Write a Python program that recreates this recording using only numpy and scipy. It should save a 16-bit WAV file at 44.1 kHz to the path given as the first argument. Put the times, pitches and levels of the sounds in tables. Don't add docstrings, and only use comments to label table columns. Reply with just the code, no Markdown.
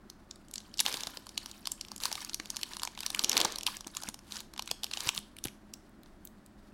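import sys
import numpy as np
from scipy import signal
from scipy.fft import rfft, irfft
from scipy.io import wavfile
from scipy.ndimage import uniform_filter1d

SR = 44100
rng = np.random.default_rng(int(sys.argv[2]) if len(sys.argv) > 2 else 0)


def waveform_to_disk(signal):
    frames = np.transpose(np.atleast_2d(signal))
    scaled = np.clip(frames, -1, 1) * 32767
    samples = np.round(scaled).astype(np.int16)
    wavfile.write(sys.argv[1], SR, samples)


def ratio(d):
    e = np.asarray(d, float) / 20
    return 10 ** e


N = 296793

# [f/Hz, level/dB per Hz]
AIR_SPECTRUM = [(12, -28), (20, 6.5), (138, -6.5), (210, -1.5), (347, -2.5), (472, -17), (590, -10.5),
                (923, -15.5), (1440, -16.5), (1810, -20), (2670, -29), (14300, -43.5), (16000, -40)]
# [f/Hz, width/Hz, level/dB]
FAN_NOTE = (208, 5.9, -63)

# [f/Hz, level/dB per Hz]
FOIL_SPECTRUM = [(800, -3), (1050, 3), (1500, -0.5), (2300, -3), (3000, 0), (4600, 1), (6500, -7),
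                 (10000, -5), (15000, -15)]
# [t/s of firmest grip, crackle level/dB, build/s per 10 dB, ease/s per 10 dB]
SQUEEZES = [(.1, -57.5, 0, -0.17), (.36, -48.5, -0.3, -0.5), (.72, -64, 0.5, -3.4), (1.1, -53.5, 0.3, 0.17),
            (1.5, -58.5, 0.37, 0.25), (1.75, -60, 0.17, .06), (1.95, -59, 0.32, -0.5),
            (2.17, -45, -0.01, 0.11), (2.27, -54.5, 0.15, 0.1), (2.6, -53, 0.2, -0.1),
            (2.85, -50.5, 0.35, 0), (3.08, -47.5, 0.13, -0.12), (3.24, -42, 0.13, -0.04),
            (3.5, -55.5, -1, 0.06), (3.67, -34.5, -0.02, 0.042), (3.88, -42.5, 0, -0.03),
            (4.1, -46, .11, -0.03), (4.71, -48, 0.03, -0.08), (4.93, -53.5, -0.52, 0.25),
            (5.19, -46, 0.1, -0.1), (5.45, -70, .4, 0.5), (6.7, -65.5, -0.7, .3)]
RESTING_DB = -72

# [t/s, level/dB, ring f/Hz, edge level/dB rel, above 8 kHz]
PINCH_SNAPS = [(0.101, -36, 4800, -9), (0.3116, -33, 4500, -26), (0.485, -49, 7900, -14),
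               (0.513, -41.5, 4100, -2), (0.5395, -30, 7700, -10), (0.5383, -42, 4140, -10),
               (0.5583, -28.5, 4320, -10), (0.5814, -30, 4540, -26), (0.6046, -44, 4040, -7),
               (0.7416, -35.5, 4400, -14), (0.774, -44, 5280, -16), (0.784, -32, 5310, -12),
               (0.7932, -21.5, 4630, -16)]
# [t/s, level/dB, ring f/Hz, edge level/dB rel, above 8 kHz]
DROP_SNAPS = [(5.3675, -40, 2120, -2.5), (5.3871, -36.5, 2960, -5), (5.441, -24.5, 5850, -5),
              (5.451, -32, 3620, -4), (5.455, -26, 2600, -2), (5.4724, -35, 2740, -5),
              (5.4842, -36, 2720, -11), (5.7385, -32.5, 5230, -7), (5.895, -58, 2240, 1),
              (6.0343, -48.5, 3610, -3), (6.2526, -36.5, 7740, 3), (6.274, -41.5, 7890, -7),
              (6.4628, -47.5, 8230, -6)]
# [t/s, level/dB, ring f/Hz,
# panel level/dB rel, below 1.8 kHz]
LOOSE_SNAPS = [(0.7753, -41, 5500, -22), (0.7753, -41, 5400, -27), (0.7952, -19.5, 3000, -25),
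               (0.8037, -25, 4700, -28), (0.8033, -14.5, 4650, -20), (0.8636, -17, 3040, -13),
               (0.927, -27.5, 4560, -22), (0.9421, -24, 3220, -14.5), (0.9713, -29.5, 4530, -15),
               (1.0078, -52, 5490, -2), (1.0078, -29, 3980, -20), (1.0352, -26, 4160, -12),
               (1.0736, -38, 3140, -8), (1.0715, -26, 3230, -13), (1.1723, -37.5, 2220, -11),
               (1.173, -32, 4080, -17), (1.269, -37.5, 4440, -4), (1.2926, -37, 5170, -15),
               (1.3779, -23, 3600, -17), (1.3791, -24, 4230, -35), (1.4606, -30.5, 4330, -10.5),
               (1.497, -47, 4100, -8), (1.5147, -36, 5070, -24),
               (1.6566, -30, 3900, -17), (1.6729, -22, 4070, -12), (1.719, -23.5, 7170, -23),
                (1.8122, -27, 4760, -31), (1.8503, -39, 3470, -16), (1.885, -40.5, 4300, -10),
                (1.9176, -44, 4160, 4), (1.9178, -31, 4770, -14), (1.963, -34, 7100, -21),
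                (1.9804, -37, 5550, -17), (2.0037, -34.5, 4800, -9.5), (2.0373, -42, 7080, -11),
                (2.0369, -22.5, 4810, -18.5), (2.0555, -18.5, 5150, -8), (2.1163, -29.5, 4170, -5),
                (2.1281, -23, 5300, -16), (2.1549, -27, 3570, -13), (2.2487, -28.5, 5200, -19),
                (2.2965, -30, 4250, -20), (2.334, -32, 4000, -30), (2.3452, -21.5, 5330, -29),
                (2.4, -27.5, 2200, -11), (2.458, -35.5, 3960, -14), (2.5036, -24, 5600, -20),
                (2.5617, -35, 5460, -10), (2.5681, -36, 5430, -11), (2.5686, -24.5, 4300, -21),
                (2.614, -35, 4290, -17), (2.633, -21, 2870, -27),
               (2.7223, -46, 2900, -22), (2.7355, -32, 4100, -15), (2.7689, -29.5, 3950, -8),
              (2.7961, -51, 2980, 0), (2.797, -32, 2970, -25), (2.8198, -35.5, 4120, -2.5),
              (2.833, -38, 7620, -4), (2.834, -22, 4240, -9), (2.852, -27, 5720, -9),
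              (2.8751, -28.5, 2920, -5), (2.9515, -43.5, 3420, -18), (2.9768, -35.5, 2940, -3.5),
              (2.991, -33.5, 3590, -30), (3.0063, -27.5, 4760, -18.5), (3.0331, -30.5, 2920, -12.5),
              (3.0643, -19.5, 4490, -23), (3.104, -25.5, 3930, -15), (3.1483, -20.5, 2970, -20),
              (3.1942, -36, 3480, 1), (3.1938, -16, 4010, -22.5), (3.2391, -22, 3910, -18),
              (3.2455, -15, 4950, -28.5), (3.2957, -19, 5450, -45.5), (3.3166, -23.5, 2920, -21),
               (3.2962, -17, 5410, -47), (3.318, -21.5, 5020, -21.5), (3.3308, -21.5, 3930, -10),
               (3.3693, -13.5, 3300, -16.5), (3.378, -14, 4880, -17), (3.4035, -17.5, 3425, -14),
               (3.4149, -14.5, 3460, -23), (3.449, -19.5, 4900, -17), (3.451, -20.5, 3910, -2.5),
               (3.5228, -30, 5000, -32.5), (3.5585, -39, 5250, -7), (3.5595, -25.5, 3890, -43),
               (3.5845, -42, 8930, -7.5), (3.5859, -26.5, 5280, -15), (3.6104, -31, 2770, -26),
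               (3.6333, -29, 5200, -17), (3.666, -32, 4130, -8.5), (3.667, -16.5, 3800, -24),
               (3.769, -40, 6300, -5),
               (3.7693, -32, 6140, -13.5), (3.8087, -34, 4900, -9), (3.8459, -41, 3100, -11),
              (3.8714, -31.5, 6500, -13), (3.9508, -36.5, 4010, -11), (3.9695, -24, 6600, -13),
              (4.0238, -36.5, 4630, -6), (4.0359, -29.5, 5900, -7.5), (4.0888, -26.5, 5900, -11),
              (4.144, -34, 5900, -11), (4.1916, -44.5, 4960, -8), (4.3103, -42, 3770, -19),
              (4.3225, -28.5, 4000, -22), (4.358, -34, 4900, -26), (4.3685, -30, 4230, -17),
              (4.4052, -33, 4250, -16),
               (4.538, -39.5, 3700, -7), (4.5635, -42.5, 3070, -2), (4.5787, -34, 4000, -8),
              (4.5948, -24.5, 3030, -5.5), (4.6237, -31, 4730, -16), (4.66, -42.5, 6540, -17),
              (4.6767, -31.5, 3120, -10), (4.7139, -22, 4600, -11), (4.7139, -23, 2970, -6.5),
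              (4.835, -24, 3500, -18), (4.8434, -29, 3010, -8), (4.8437, -23.5, 4640, -19),
              (4.867, -38, 3050, -24), (4.9137, -30, 2980, -13.5), (4.9369, -23.5, 3050, -20),
              (4.9732, -26, 3090, -12), (5.006, -25.5, 4200, -19), (5.0462, -38, 2890, -17),
              (5.0733, -25.5, 4400, -15), (5.0912, -14, 3010, -18), (5.15, -32, 5700, -23),
              (5.1617, -37, 2770, -17), (5.1782, -21.5, 3140, -22.5)]
TAUT_PANEL_DB = -27.5
LOOSE_EDGE_DB, EDGE_DB_PER_OCTAVE, EDGE_SCATTER_DB = -9, 3.0, 2.5
CARDS_FROM_S = 5.6

# [t/s of peak, foil level/dB, body level/dB, build/s, ease/s per 10 dB]
TUGS = [(0.807, -12.5, -41.5, -0.15, -0.1249), (0.853, -28, -47, -0.003, 0.1269),
        (2.01, -35.5, -56, -0.01, 0.14), (2.064, -33.5, -70, 0.01, -0.08),
        (3.342, -31, -56.5, 0.01, 0.0836), (3.371, -28, -53, -0.0771, 0),
        (3.407, -30, -39.5, 0.1187, 0.0973), (3.454, -18.5, -30.5, 0, -0.0138),
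        (4.368, -35, -60.5, .045, .036), (5.071, -34, -56, 0.1, 0.0135),
        (5.096, -27.5, -50, 0.0229, -0.0967), (6.061, -47.5, -59, -0.04, -0.05)]
# [f/Hz, level/dB per Hz]
BODY_SPECTRUM = [(130, -14), (290, 0), (600, -1), (1000, -7), (1500, -15), (2500, -30)]
BODY_LAGS = 0.95

# [t/s, peak level/dB, f/Hz]
BUMPS = [(.942, -34, 564), (1.072, -37.5, 660), (1.172, -40, 530), (2.398, -35.5, 315), (3.24, -35, 250),
         (3.866, -36, 295), (4.084, -36, 222), (4.714, -35.5, 453), (5.069, -37.5, 116), (5.178, -41, 149),
         (5.453, -29.5, 320), (5.455, -34.5, 126)]

# [delay/ms, level/dB, dull above f/Hz]
DESK_ECHO = (1.425, -15, 2400)
# [f/Hz, T60/s]
ROOM_T60 = [(500, .3), (1500, .33), (4000, .38), (9000, .36), (14000, .27)]


def rms_one(x):
    return x / np.sqrt(np.mean(x ** 2) + 1e-20)


def read_curve(hz, points):
    point_hz, values = np.array(points).T
    return np.interp(np.log(hz), np.log(point_hz), values)


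def colour(x, points):
    hz = np.maximum(np.arange(len(x) // 2 + 1) * SR / len(x), 1)
    return rms_one(irfft(rfft(x) * ratio(read_curve(hz, points)), len(x)))


def resonate(x, hz, width_hz):
    r = np.exp(-np.pi * max(width_hz, 1) / SR)
    zeros = [(1 - r * r) / 2, 0, (r * r - 1) / 2]
    poles = [1, -2 * r * np.cos(2 * np.pi * hz / SR), r * r]
    return signal.lfilter(zeros, poles, x)


def drift(rate_hz):
    knots = rng.standard_normal(4000)
    return np.interp(np.arange(N) * rate_hz / SR, np.arange(len(knots)), knots)


def add(out, s, sound):
    i = max(round(s * SR), 0)
    out[i:i + len(sound)] += sound[:N - i]


def effort(s, build_s, ease_s):
    t = np.arange(N) / SR - s
    return -10 * np.where(t < 0, -t / max(build_s, .002), t / max(ease_s, .002))


def background():
    hz, width_hz, db = FAN_NOTE
    fan = rms_one(resonate(rng.standard_normal(N), hz, width_hz))
    air = colour(rng.standard_normal(N), AIR_SPECTRUM)
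    return ratio(-56.5) * air + ratio(db) * fan


def grains(per_s, uneven_db, clump_db, clump_rate, cycles):
    sizes = ratio(uneven_db * np.minimum(rng.exponential(1, N), 3)) * rng.choice([-1, 1], N)
    born = rng.random(N) < per_s * ratio(clump_db * drift(clump_rate)) / SR
    pitches = np.geomspace(800, 15000, 16)
    dealt = rng.integers(0, 16, N)
    mix = np.zeros(N)
    for k, (hz, db) in enumerate(zip(pitches, read_curve(pitches, FOIL_SPECTRUM))):
        hits = sizes * born * (dealt == k) + 1e-18
        ring = resonate(resonate(hits, hz, hz / cycles), hz, hz)
        mix += ratio(db) * np.sqrt(hz) * rms_one(ring)
    return rms_one(mix)


def crackle(rub_db=-5):
    squeezes_db = [np.maximum(db + effort(s, *shape), RESTING_DB) for s, db, *shape in SQUEEZES]
    level_db = np.max(squeezes_db, axis=0)
    ticks = grains(per_s=900, uneven_db=8.0, clump_db=8.5, clump_rate=58, cycles=13.0)
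    rub = colour(rng.standard_normal(N), [(200, -39.5)] + FOIL_SPECTRUM)
    rub = rub * ratio(4.5 * drift(60))
    firm = np.clip((level_db + 74) / 14, 0, 1)
    return ratio(level_db + 1.0) * (firm * ticks + ratio(rub_db) * rub)


def creases():
    rows = [(s, db, hz, TAUT_PANEL_DB, edge_db) for s, db, hz, edge_db in PINCH_SNAPS + DROP_SNAPS]
    loose = LOOSE_SNAPS
    scatter_db = EDGE_SCATTER_DB * rng.standard_normal(len(loose))
    for (s, db, hz, panel_db), luck_db in zip(loose, scatter_db):
        edge_db = LOOSE_EDGE_DB + EDGE_DB_PER_OCTAVE * np.log2(hz / 4500) + luck_db
        rows.append((s, db, hz, panel_db, min(edge_db, -1)))
    return rows


def loudest_one(x):
    return x / np.sqrt(uniform_filter1d(x ** 2, size=66).max())


def snap_jolt(ms, rise_ms=0.45, fall_ms=0.47, after_ms=2.5, after_db=-24, early_db=-22):
    late = np.maximum(ms, 0)
    fall = np.exp(-late / fall_ms) + ratio(after_db) * np.exp(-late / after_ms)
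    jolt = (1 - np.exp(-(late / rise_ms) ** 2)) * fall
    return jolt / jolt.max() + ratio(early_db) * np.exp(-np.abs(ms) / 4.0)


def snaps(broad_db=-3, panel_hz=930, panel_width_hz=350, edge_hz=12000, gain_db=-2):
    out = np.zeros(N)
    jolt = snap_jolt(np.arange(1100) / SR * 1000 - 4)
    foil_filter = signal.butter(2, [8000, edge_hz], "band", fs=SR, output="sos")
    card_filter = signal.butter(2, 9000, "high", fs=SR, output="sos")
    mid_filter = signal.butter(3, [2700, 7500], "band", fs=SR, output="sos")
    for s, db, hz, panel_db, edge_db in creases():
        ring_hit, edge_hit, panel_hit = rng.standard_normal((3, len(jolt))) * jolt
        crease = loudest_one(resonate(resonate(ring_hit, hz, .45 * hz), hz, hz))
        broad = loudest_one(signal.sosfilt(mid_filter, edge_hit))
        crease = loudest_one(crease + ratio(broad_db) * broad)
        edge = loudest_one(signal.sosfilt(foil_filter if s < CARDS_FROM_S else card_filter, edge_hit))
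        pitch = panel_hz * np.exp(rng.uniform(-0.24, 0.18))
        panel = resonate(resonate(panel_hit, pitch, panel_width_hz), pitch, 3 * panel_width_hz)
        share = np.sqrt(max(1 - ratio(edge_db) ** 2, .05))
        snap = share * crease + ratio(edge_db) * edge + ratio(panel_db) * loudest_one(panel)
        add(out, s - .0051, ratio(db + gain_db) * snap)
    return out


def rips():
    spray = grains(per_s=5000, uneven_db=3.5, clump_db=4.5, clump_rate=220, cycles=5.5)
    sheen = spray - signal.sosfilt(signal.butter(2, 6500, fs=SR, output="sos"), spray)
    rumble = colour(rng.standard_normal(N), BODY_SPECTRUM) * ratio(2.5 * drift(120))
    out = np.zeros(N)
    for s, foil_db, body_db, *shape in TUGS:
        below_db = effort(s, *shape)
        deep = np.clip((body_db - foil_db + 20) / 9, 0, .9)
        out += ratio(foil_db - 7.0 + below_db) * (spray - deep * sheen)
        out += ratio(body_db + BODY_LAGS * below_db) * rumble
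    return out


def bumps(cycles=0.93, puff_db=-6):
    out, t = np.zeros(N), np.arange(3000) / SR
    for s, db, hz in BUMPS:
        puff = rms_one(signal.lfilter([.06], [1, -.94], rng.standard_normal(len(t))))
        shape = (1 - np.exp(-t * hz / .22)) * np.exp(-t * hz / cycles)
        push = np.sin(2 * np.pi * hz * t)
        add(out, s, ratio(db + 3.5) * shape * (push + ratio(puff_db) * puff))
    return out


def desk(x):
    late_ms, db, hz = DESK_ECHO
    echo = np.interp(np.arange(N) - late_ms * SR / 1000, np.arange(N), x)
    return x - ratio(db) * signal.sosfilt(signal.butter(2, hz, fs=SR, output="sos"), echo)


def room(x, first_ms=6.0, level_db=-18):
    t = np.arange(SR // 2) / SR
    tail = np.zeros(len(t))
    edges = 300 * 2 ** np.arange(0, 6.1, .75)
    for low, high in zip(edges, edges[1:]):
        t60 = read_curve(np.sqrt(low * high), ROOM_T60)
        band_filter = signal.butter(2, [low, high], "band", fs=SR, output="sos")
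        band = signal.sosfilt(band_filter, rng.standard_normal(len(t)))
        tail += band * ratio(-60 * t / t60)
    tail = tail * (1 - np.exp(-(t * 1000 / first_ms) ** 2))
    return ratio(level_db) * signal.fftconvolve(x, tail / np.sqrt(np.sum(tail ** 2)))[:N]


def scene():
    hands = desk(crackle() + snaps() + rips()) + bumps()
    return (hands + room(hands) + background())[None]


def band_limit(x):
    return signal.sosfilt(signal.butter(12, 16980, fs=SR, output="sos"), x)


def record(dry):
    rolled = signal.sosfilt(signal.cheby1(6, 1, 16000, fs=SR, output="sos"), dry)
    return band_limit(rolled)


dry = scene()
out = record(dry)
waveform_to_disk(out)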